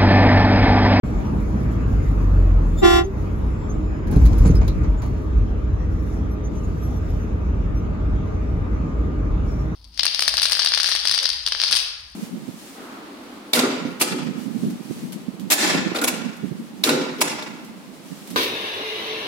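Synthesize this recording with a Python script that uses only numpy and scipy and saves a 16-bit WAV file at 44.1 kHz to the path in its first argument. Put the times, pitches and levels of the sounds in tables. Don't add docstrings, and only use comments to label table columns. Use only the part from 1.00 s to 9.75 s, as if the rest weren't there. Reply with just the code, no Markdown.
import sys
import numpy as np
from scipy import signal
from scipy.fft import rfft, irfft, next_fast_len
from scipy.io import wavfile
from scipy.ndimage import uniform_filter1d, minimum_filter1d, map_coordinates

SR = 44100
rng = np.random.default_rng(int(sys.argv[2]) if len(sys.argv) > 2 else 0)


def master(y):
    cut = np.clip(np.atleast_2d(y).T, -1, 1)
    pcm = np.round(cut * 32767)
    wavfile.write(sys.argv[1], SR, pcm.astype(np.int16))


N = 385875
TIME = np.arange(N) / SR
LEFT_LAG_S, TOP_HZ = .000263, 15800

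DRONE_SPECTRUM = [(70, -44), (120, 0), (170, 0.5), (280, -4), (370, -9.5), (470, -11.5), (620, -20.5),
                  (1000, -71)]
TYRE_SPECTRUM = [(350, -7.5), (600, 2.5), (850, 2), (1050, -1.5), (1230, -1), (1600, -5.5), (2000, -10),
                 (2600, -14.5), (3500, -29.5), (5000, -28), (9000, -62)]
FIZZ_SPECTRUM = [(7000, -14.5), (9300, -2), (11000, 3.5), (13500, -8.5), (15300, -2)]
TRIM_HISS_SPECTRUM = [(2500, -12.5), (4000, 0), (5600, 4.5), (7300, 3), (9000, -26), (15000, -43.5)]
# f/Hz, likeness (1 the same, 0 unrelated, -1 opposite)
STEREO_LIKENESS = [(60, .95), (130, .9), (260, .82), (420, .35), (600, -.2), (900, -.3), (1220, .3),
                   (1420, -.3), (1750, -.5), (2300, 0), (4100, .25), (5300, .3), (7200, .8), (9200, .9)]


def road():
    # f/Hz, level/dB
    boom_spectrum = [(13, -48), (22, -19), (30, 2.5), (42, 21), (57, 20), (78, 14.5), (100, 12), (130, 6),
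                     (200, -72.5)]
    air_spectrum = [(2500, 1.5), (3600, 4.5), (4800, -10.5), (5600, -0.5), (6400, 0), (7500, -11.5),
                    (9000, -26), (11000, -13), (15500, -22.5)]
    pace = np.maximum(1 - TIME / 4.14, 0)
    rough = envelope(start=3, attack=.12, hold=.44, release=.3)
    boom = amp(-23 + 8.5 * rough + 1.2 * wobble(11)) * rush(boom_spectrum, patchy_db=2)
    drone = amp(-31 + 5 * pace + 6.5 * rough) * rush(DRONE_SPECTRUM, patchy_db=1)
    tyres = amp(-43.5 + 7 * pace + 4.5 * rough) * rush(TYRE_SPECTRUM, patchy_db=2.5)
    air = amp(-58 + .6 * wobble(22)) * rush(air_spectrum, patchy_db=3)
    lean_left = amp([[.5], [-.5]])
    return boom + drone + lean_left * tyres + air


def engine():
    running_hz, idle_hz, lift_off_s, sag_hz_per_s = 62, 28, .3, 15.3
    coasting_s = np.maximum(TIME - lift_off_s, 0)
    hz = np.maximum(running_hz - sag_hz_per_s * coasting_s, idle_hz)
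    phase = phase_of(hz)
    cab_boost = 1 / (1 + ((hz - 44.7) / 4.1) ** 2)
    octave_boost = 1 / (1 + ((2 * hz - 111.4) / 4.7) ** 2)
    firing = np.clip((hz - idle_hz) / 8, 0, 1)
    exhaust = np.sin(phase) + amp(-8) * np.sin(2 * phase) + amp(-36) * np.sin(3 * phase)
    note = firing * cab_boost * amp(-13.5 + .67 * wobble(9.4)) * exhaust
    growl = amp(-33 - 5 * coasting_s + .6 * wobble(14)) * np.sin(3.5 * phase)
    octave = octave_boost * amp(-27 + 2.5 * wobble(18)) * np.sin(2 * phase)
    return np.sqrt(2) * (note + octave + growl)


def horn(hz, twin_hz, length_s, partials, gain_db, sharp, rise_s):
    # f/Hz, level/dB
    brass_spectrum = [(7200, -50), (8500, -55), (11000, -58.5), (15500, -63)]
    t = np.arange(SR // 2) / SR
    pitch = hz * (1 + sharp * np.exp(-t / .016) + .0019 * wobble(500, size=len(t)))
    beat = 2 * np.pi * (twin_hz - hz) * t
    phase = phase_of(pitch) + .033 * np.sin(beat)
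    k = np.arange(1, int(TOP_HZ / hz) + 1)
    levels = along(brass_spectrum, k * hz) + 3 * rng.standard_normal((2, len(k)))
    alike = along(STEREO_LIKENESS, k * hz) * np.cos(2 * np.pi * k * hz * LEFT_LAG_S)
    listed = len(partials)
    levels[0, :listed], levels[1, :listed], alike[:listed] = np.transpose(partials)[1:]
    phase_gap = (-1) ** k * np.arccos(np.clip(alike, -1, 1))
    paths = rng.uniform(0, 2 * np.pi, len(k)) + np.array([[.5], [-.5]]) * phase_gap
    swing = (1 - np.exp(-t / rise_s)) / (1 + np.exp(np.minimum((t - length_s) / .015, 50)))
    waves = swing ** np.sqrt(k[:, None]) * np.sin(k[:, None] * phase + paths[:, :, None])
    waves *= 1 + .16 * np.sin(beat + rng.uniform(0, 2 * np.pi, (len(k), 1)))
    waves[:, 0] *= 1 + .55 * np.exp(-((t - .036) / .024) ** 2)
    return np.sqrt(2) * np.sum(amp(levels + gain_db)[:, :, None] * waves, axis=1), swing


def horns():
    # multiple of the pitch, relative left level/dB, right level/dB, likeness
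    low_partials = [(1, -23.5, -13, -0.9), (2, -24, -26, -0.3), (3, -27, -31, 0.8), (4, -25, -31, -0.4),
                    (5, -34.5, -31, 0.5), (6, -41, -36, 0.7), (7, -49, -46, -0.5), (8, -43, -41, 0.6),
                    (9, -45, -43, -0.9), (10, -30.5, -26, 0.2), (11, -40, -44, -0.9), (12, -42, -57, 0.4),
                    (13, -43, -45, 1.0), (14, -53, -51, 1.0), (15, -54, -56, 0.9), (16, -61, -58, -0.1),
                    (17, -48, -49, 0.7), (18, -46, -50, -0.9), (19, -48, -46, 1.0), (20, -56, -55, 0.2),
                    (21, -52, -49, 1.0)]
    high_partials = [(1, -18.5, -19.5, -0.7), (2, -23.5, -35, 0.2), (3, -33.5, -31.5, 0.9),
                     (4, -44, -45.5, 0.3), (5, -29.5, -37.5, -0.3), (6, -40, -41, 0.7), (7, -33, -35, 1.0),
                     (8, -33.5, -35.5, -0.5), (9, -55, -55, 0.1), (10, -41, -35, -0.1),
                     (11, -49, -54, -0.7), (12, -44, -38, -0.5), (13, -49, -46, 0.9),
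                     (14, -40.5, -39.5, 0.4), (15, -42, -41, 0.2), (16, -54, -52, -0.9),
                     (17, -54, -51, -1.0), (18, -56, -55, 0.2), (19, -47, -46, 0.3)]
    low_hz, low_on_s, low_off_s = 346.5, 1.825, 2.021
    high_hz, high_on_s, high_off_s = 385.05, 1.815, 2.023
    low, swing = horn(low_hz, high_hz, low_off_s - low_on_s, low_partials,
                      gain_db=5.4, sharp=.02, rise_s=.01)
    high, _ = horn(high_hz, low_hz, high_off_s - high_on_s, high_partials,
                   gain_db=5.5, sharp=.03, rise_s=.013)
    # f/Hz, level/dB
    rasp_spectrum = [(300, -10), (900, 10), (3000, 8), (4100, 3), (6500, 5), (9000, -8), (15000, -10)]
    sparks = amp(5 * np.cos(2 * np.pi * low_hz * np.arange(len(swing)) / SR))
    rasp = spread(sparks * rng.standard_normal(low.shape), coloured(rasp_spectrum))
    out = np.zeros((2, N))
    add(out, low_on_s, low + amp(-31.5) * swing ** 2 * rasp)
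    add(out, high_on_s, high)
    t = np.arange(SR // 3) / SR
    echo_shape = (1 - np.exp(-t / .03)) ** 2 * np.exp(-t / .029)
    add(out, high_off_s + .014, amp(-2.5) * echo_shape * np.sin(2 * np.pi * 388 * t))
    return out


def bumps():
    # t/s, relative level/dB, thud against the boom/dB
    blows = [(3.085, -19, 0), (3.125, -14, -1), (3.163, -3.5, -1), (3.21, -11, -13), (3.247, -12, -2),
             (3.325, -7, -14), (3.405, -4.5, -11), (3.457, -7, -1), (3.497, -7, 1), (3.545, -8, -10)]
    # f/Hz, relative level/dB, time to fade 60 dB/s
    floor_notes = [(105, -4, .13), (160, -3, .11), (255, -7, .09), (390, -13, .07)]
    out, t = np.zeros((2, N)), np.arange(SR // 4) / SR
    attack = 1 - np.exp(-t / .002)
    for (start, db, thud_db), detune in zip(blows, rng.standard_normal(len(blows))):
        phase_per_hz = 2 * np.pi * t * (1 + .08 * detune)
        boom = np.sin(55 * phase_per_hz) * amp(-60 * t / .3)
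        thud = sum((-1) ** k * amp(level - 60 * t / fade_s) * np.sin(hz * phase_per_hz)
                   for k, (hz, level, fade_s) in enumerate(floor_notes))
        add(out, start, amp(db + 1.5) * attack * (boom + amp(thud_db) * thud))
    return out


def knocks():
    # t/s, relative level/dB, time to fade 60 dB/s
    hits = [(3.122, -33, 0.14), (3.213, -30, 0.12), (3.233, -35, 0.08), (3.448, -25.5, 0.13),
            (3.615, -27, 0.16), (3.68, -31, 0.056), (3.773, -42, .08), (3.843, -33, 0.13),
            (4.025, -33.5, .2)]
    # f/Hz, width/Hz, level/dB
    panel_notes = [(483, 240, 2.5), (964, 150, 3), (1500, 130, -13), (2250, 930, -12.5)]
    out, t = np.zeros((2, N)), np.arange(SR // 8) / SR
    attack = 1 - np.exp(-t / .001)
    for start, db, fade_s in hits:
        body = spread(rng.standard_normal((2, len(t))), resonant(panel_notes))
        dull = filtered(body, lambda hz: 1 / (1 + (hz / 3200) ** 4))
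        add(out, start, amp(db - 60 * t / fade_s) * attack * dull)
    return out


def rattles():
    # t/s, relative level/dB, relative tick level/dB, time for the knock to fade 60 dB/s
    strikes = [(1.272, -51, -2, .08), (2.173, -46, -8, .08), (3.071, -37.5, -5, 0.12),
               (3.111, -36, 6, 0.11), (3.126, -35.5, -7, 0.32), (3.160, -31.5, -1, .09),
               (3.252, -28.5, -3, 0.2), (3.325, -36, -10, 0.13), (3.382, -35, 2, 0.09),
               (3.421, -36, -12, 0.19), (3.455, -32, -12.5, 0.43), (3.553, -38, 0, 0.11),
               (3.611, -36, -23, 0.31), (3.679, -23, -2, 0.069), (3.834, -41.5, -16, 0.24),
               (4.018, -36, -8.5, 0.29), (4.058, -48.5, 3, 0.14), (4.374, -53.5, -8.5, 0.16)]
    # f/Hz, width/Hz, level/dB
    fitting_notes = [(925, 310, 11), (2260, 590, 7.5), (4230, 1100, 2), (6530, 610, 5)]
    out, t = np.zeros((2, N)), np.arange(SR // 6) / SR
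    attack = 1 - np.exp(-t / .0008)
    hardest_db = max(row[1] for row in strikes)
    for start, db, tick_db, fade_s in strikes:
        chatter = rng.standard_normal((2, len(t))) * amp(4 * wobble(500, size=len(t)))
        knock = spread(chatter, resonant(fitting_notes)) * amp(-60 * t / fade_s)
        tick = spread(chatter, coloured(FIZZ_SPECTRUM)) * amp(-100 * t / fade_s)
        ring_db = -6 + 2 * (db - hardest_db) - 60 * t / .14
        ring = spread(chatter, resonant([(4020, 260, 0)])) * amp(ring_db)
        add(out, start, amp(db - 6.5) * attack * (knock + amp(tick_db + 1) * tick + ring))
    return out


def car():
    abreast_s, closing_m_per_s, gap_m = 8, 1.81, 3.9
    nearness = gap_m / np.hypot(gap_m, closing_m_per_s * (TIME - abreast_s))
    tread = amp(-51) * spread(rng.standard_normal((2, N)), resonant([(1206, 35, 0)]))
    drone = amp(-32) * rush(DRONE_SPECTRUM, patchy_db=2.5)
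    tyres = amp(-44) * rush(TYRE_SPECTRUM, patchy_db=2)
    return nearness * (drone + tyres + tread)


def hum():
    # f/Hz, left level/dB, right level/dB
    tones = [(60.1, -28, -25), (90.16, -29.5, -32.5), (311.2, -45.5, -37), (417.8, -40.5, -61),
             (624, -45.5, -69.5), (952, -55, -68.5)]
    out = np.zeros((2, N))
    for hz, left_db, right_db in tones:
        phase = phase_of(hz + 2 * wobble(10))
        out += amp([[left_db], [right_db]]) * amp(2.33 * wobble(4)) * np.sin(phase)
    return out


def squeaks():
    # t/s, relative level/dB, f/Hz, overtone level/dB, length/s, roughness (0 to 1)
    chirps = [(0.237, -47, 5840, -12, .073, .025), (1.023, -50, 6280, -15, .04, .02),
              (2.031, -35, 6300, -22, .04, .02), (2.686, -35.5, 6360, -19, .053, .02),
              (3.125, -53, 5250, 7, .035, .015), (3.446, -37.5, 7300, -21, .044, .06),
              (3.462, -47, 5220, 9, .043, .015), (3.489, -37, 6220, -18, .038, .05),
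              (3.547, -32, 5180, -12, .051, .028), (3.972, -45, 7000, -24, .05, .025),
              (5.295, -49, 5780, -2, .072, .01), (5.43, -42, 6250, -18, .068, .022),
              (5.445, -50, 6750, -20, .05, .03), (5.546, -44, 6240, -20, .064, .022),
              (5.63, -49, 6720, -14, .045, .025), (5.765, -52, 5740, -8, .04, .02),
              (5.812, -46, 5750, 1, .085, .006), (5.935, -48, 5740, -6, .07, .01),
              (6.081, -55, 5780, 0, .05, .015), (6.192, -48, 6170, -11, .085, .025),
              (6.742, -47.5, 5830, -11, .078, .015)]
    out = np.zeros((2, N))
    for start, db, hz, overtone_db, length, rough in chirps:
        progress = np.linspace(0, 1, int(length * SR))
        n = len(progress)
        shake, grip = wobble(1100, size=n), wobble(1100, size=n)
        phase = phase_of(hz * (1 + .008 * (progress - .5) + rough * shake))
        tone = np.sin(phase) + amp(overtone_db) * np.sin(2 * phase)
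        swell = np.sin(np.pi * progress ** .8) ** 1.5
        scratch = amp(75 * rough * grip + 2.5 * wobble(120, size=n))
        add(out, start, amp(db - 7) * lagged(swell * scratch * tone))
    return out


def creak():
    # multiple of the pitch, level/dB
    partials = [(1, -45), (2, -42.5), (3, -59), (4, -54)]
    start_s, start_hz, rise_hz_per_s = 1.763, 3520, 2200
    swell = envelope(start_s, attack=.026, hold=.014, release=.04) ** 1.5
    hz = start_hz + rise_hz_per_s * (TIME - start_s)
    phase = phase_of(hz * (1 + .012 * wobble(900)))
    tone = np.sqrt(2) * sum(amp(db) * np.sin(k * phase) for k, db in partials)
    hiss = rush(TRIM_HISS_SPECTRUM, patchy_db=2) + amp(-4) * rush(FIZZ_SPECTRUM, patchy_db=2)
    return swell * amp(1.5 * wobble(200)) * (lagged(tone) + amp(-50) * hiss)


def sizzle():
    # t/s, length/s, relative level/dB
    spells = [(0.015, 0.75, -63), (0.856, 0.65, -65), (1.604, 0.52, -64.5), (2.152, 0.66, -71),
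              (3.089, 0.41, -58), (3.645, 0.59, -69), (4.883, 0.28, -66), (5.484, 0.69, -65),
              (8.424, 0.21, -68)]
    attack_s = .041
    loudness = sum(amp(db) * envelope(start, attack_s, length - attack_s, release=.1)
                   for start, length, db in spells)
    fizz = amp(1 + 1.6 * wobble(77)) * rush(FIZZ_SPECTRUM, patchy_db=3)
    flicker = amp(1.6 * wobble(22))
    hiss = amp(3) * rush(TRIM_HISS_SPECTRUM, patchy_db=2.5)
    return loudness * flicker * (fizz + hiss)


def trills():
    # t/s, hold/s, level/dB
    spells = [(4.9, 0.27, -69), (8.465, .16, -61.5)]
    loudness = sum(amp(db) * envelope(start, .02, hold, .03) for start, hold, db in spells)
    strip = resonant([(5520, 150, 0)])
    ring = spread(rng.standard_normal((2, N)), lambda hz: strip(hz) ** 2)
    return loudness * amp(3 * wobble(45)) * ring


def turbo():
    # t/s, level/dB
    level_curve = [(0, -80), (2.1, -78), (2.5, -71.5), (2.95, -69.5), (3.1, -78), (3.9, -76), (4.15, -71),
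                   (4.7, -70.5), (5.1, -82), (5.4, -120)]
    # t/s, f/Hz, level/dB, whole length/s, glide/(Hz per s)
    whines = [(0.1, 7430, -67, .7, -1300), (0.9, 6930, -70, 1.5, -450), (2.2, 6880, -69, 1.0, -1900),
              (2.4, 11200, -73, 1.5, -2000), (2.85, 7160, -68, 1.3, -1150), (7.9, 7470, -77, 1.6, -550)]
    start_hz, spin_down_s = 7650, 7.25
    level_db = np.interp(TIME, *np.transpose(level_curve))
    out = whistle(start_hz * np.exp(-TIME / spin_down_s), amp(level_db), overtone_db=-19, flutter_db=2)
    for peak_s, hz, db, length, glide in whines:
        swell = np.cos(np.pi * np.clip((TIME - peak_s) / length, -.5, .5)) ** 2
        out += whistle(hz + glide * (TIME - peak_s), amp(db) * swell, overtone_db=-20, flutter_db=3)
    return out


def whistle(hz, gain, overtone_db, flutter_db):
    phase = phase_of(hz * (1 + .003 * wobble(250)))
    flutter = amp(flutter_db * (wobble(5.7) + np.array([wobble(23), wobble(28)])))
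    return gain * flutter * (np.sin(phase) + amp(overtone_db) * np.sin(2 * phase))


def roadside_echo(sound):
    # f/Hz, time to fade 60 dB/s
    fade_times = [(350, 0.18), (1200, 0.26), (3000, 0.22), (5500, 0.22), (12000, 0.16)]
    hz, t, bands = signal.stft(rng.standard_normal((2, SR // 2)), SR, nperseg=256)
    fade = amp(-60 * t / along(fade_times, hz)[:, None])
    tail = signal.istft(bands * fade, SR, nperseg=256)[1]
    return signal.fftconvolve(sound, tail / np.linalg.norm(tail[0]), axes=1)[:, :N]


def rush(spectrum, patchy_db):
    bands = signal.stft(rng.standard_normal((2, N)), nperseg=1024)[2]
    patches = rng.standard_normal(bands.shape[1:])
    for axis in (0, 1):
        patches = uniform_filter1d(patches, size=8, axis=axis)
    pair = signal.istft(bands * amp(patchy_db * unit(patches)), nperseg=1024)[1][:, :N]
    return spread(pair, coloured(spectrum))


def spread(pair, response):
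    def blend(hz):
        angle = np.arccos(np.clip(along(STEREO_LIKENESS, hz), -1, 1)) / 2
        return response(hz) * np.array([np.cos(angle), np.sin(angle)])
    mid, side = filtered(pair, blend)
    return unit(lagged(np.array([mid + side, mid - side])))


def lagged(sound):
    def delay(hz):
        cycles = hz * LEFT_LAG_S / (1 + (hz / 350) ** 4) + np.maximum(hz * LEFT_LAG_S - 1, 0)
        return np.exp(-2j * np.pi * cycles * np.array([[1], [0]]))
    return filtered(sound, delay)


def resonant(notes):
    return lambda f: sum((-1) ** k * amp(db) * 1j * f * width / (hz * hz - f * f + 1j * f * width)
                         for k, (hz, width, db) in enumerate(notes))


def coloured(spectrum):
    return lambda hz: amp(along(spectrum, hz))


def filtered(sound, response):
    n = sound.shape[-1]
    padded = next_fast_len(n + 8192)
    return irfft(rfft(sound, padded) * response(np.fft.rfftfreq(padded, 1 / SR)), padded)[..., :n]


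def envelope(start, attack, hold, release):
    t = TIME - start
    return np.clip(t / attack, 0, 1) * np.exp(-np.maximum(t - attack - hold, 0) / release)


def wobble(rate, size=N):
    points = rng.standard_normal(int(size * rate / SR) + 4)
    return map_coordinates(points, [np.arange(size) * rate / SR])


def along(points, hz):
    freqs, values = np.transpose(points)
    return np.interp(np.log(hz + 1), np.log(freqs + 1), values)


def phase_of(hz):
    return 2 * np.pi * np.cumsum(hz) / SR


def add(track, start_s, sound):
    i = round(start_s * SR)
    track[:, i:i + sound.shape[-1]] += sound[..., :N - i]


def amp(db):
    return 10 ** (np.asarray(db) / 20)


def unit(x):
    return x / np.sqrt(np.mean(x ** 2) + 1e-20)


def gain_control(sound):
    above_hz, threshold_db, share_removed = 597, -27, .31
    hold, glide = int(.11 * SR), int(.047 * SR)
    upper = filtered(sound, lambda hz: hz > above_hz)
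    power = uniform_filter1d(np.mean(upper ** 2, axis=0), size=256)
    excess_db = np.maximum(10 * np.log10(np.abs(power) + 1e-12) - threshold_db, 0)
    cut_db = minimum_filter1d(-share_removed * excess_db, hold, origin=(hold - 1) // 2)
    return sound * amp(uniform_filter1d(cut_db, glide, origin=(glide - 1) // 2))


def scene():
    blast = horns()
    echo = amp(-14) * roadside_echo(blast)
    cab = lagged(engine() + bumps()) + hum() + knocks() + rattles()
    trim = creak() + sizzle() + squeaks() + trills()
    return blast + echo + road() + car() + turbo() + cab + trim


def record(dry):
    opening = np.clip((TIME - .032) / .004, 0, 1)
    held = gain_control(dry)
    rounded = held / (1 + np.abs(held / .95) ** 6) ** (1 / 6)
    return filtered(rounded * opening, lambda hz: hz < TOP_HZ)


dry = scene()
out = record(dry)
master(out)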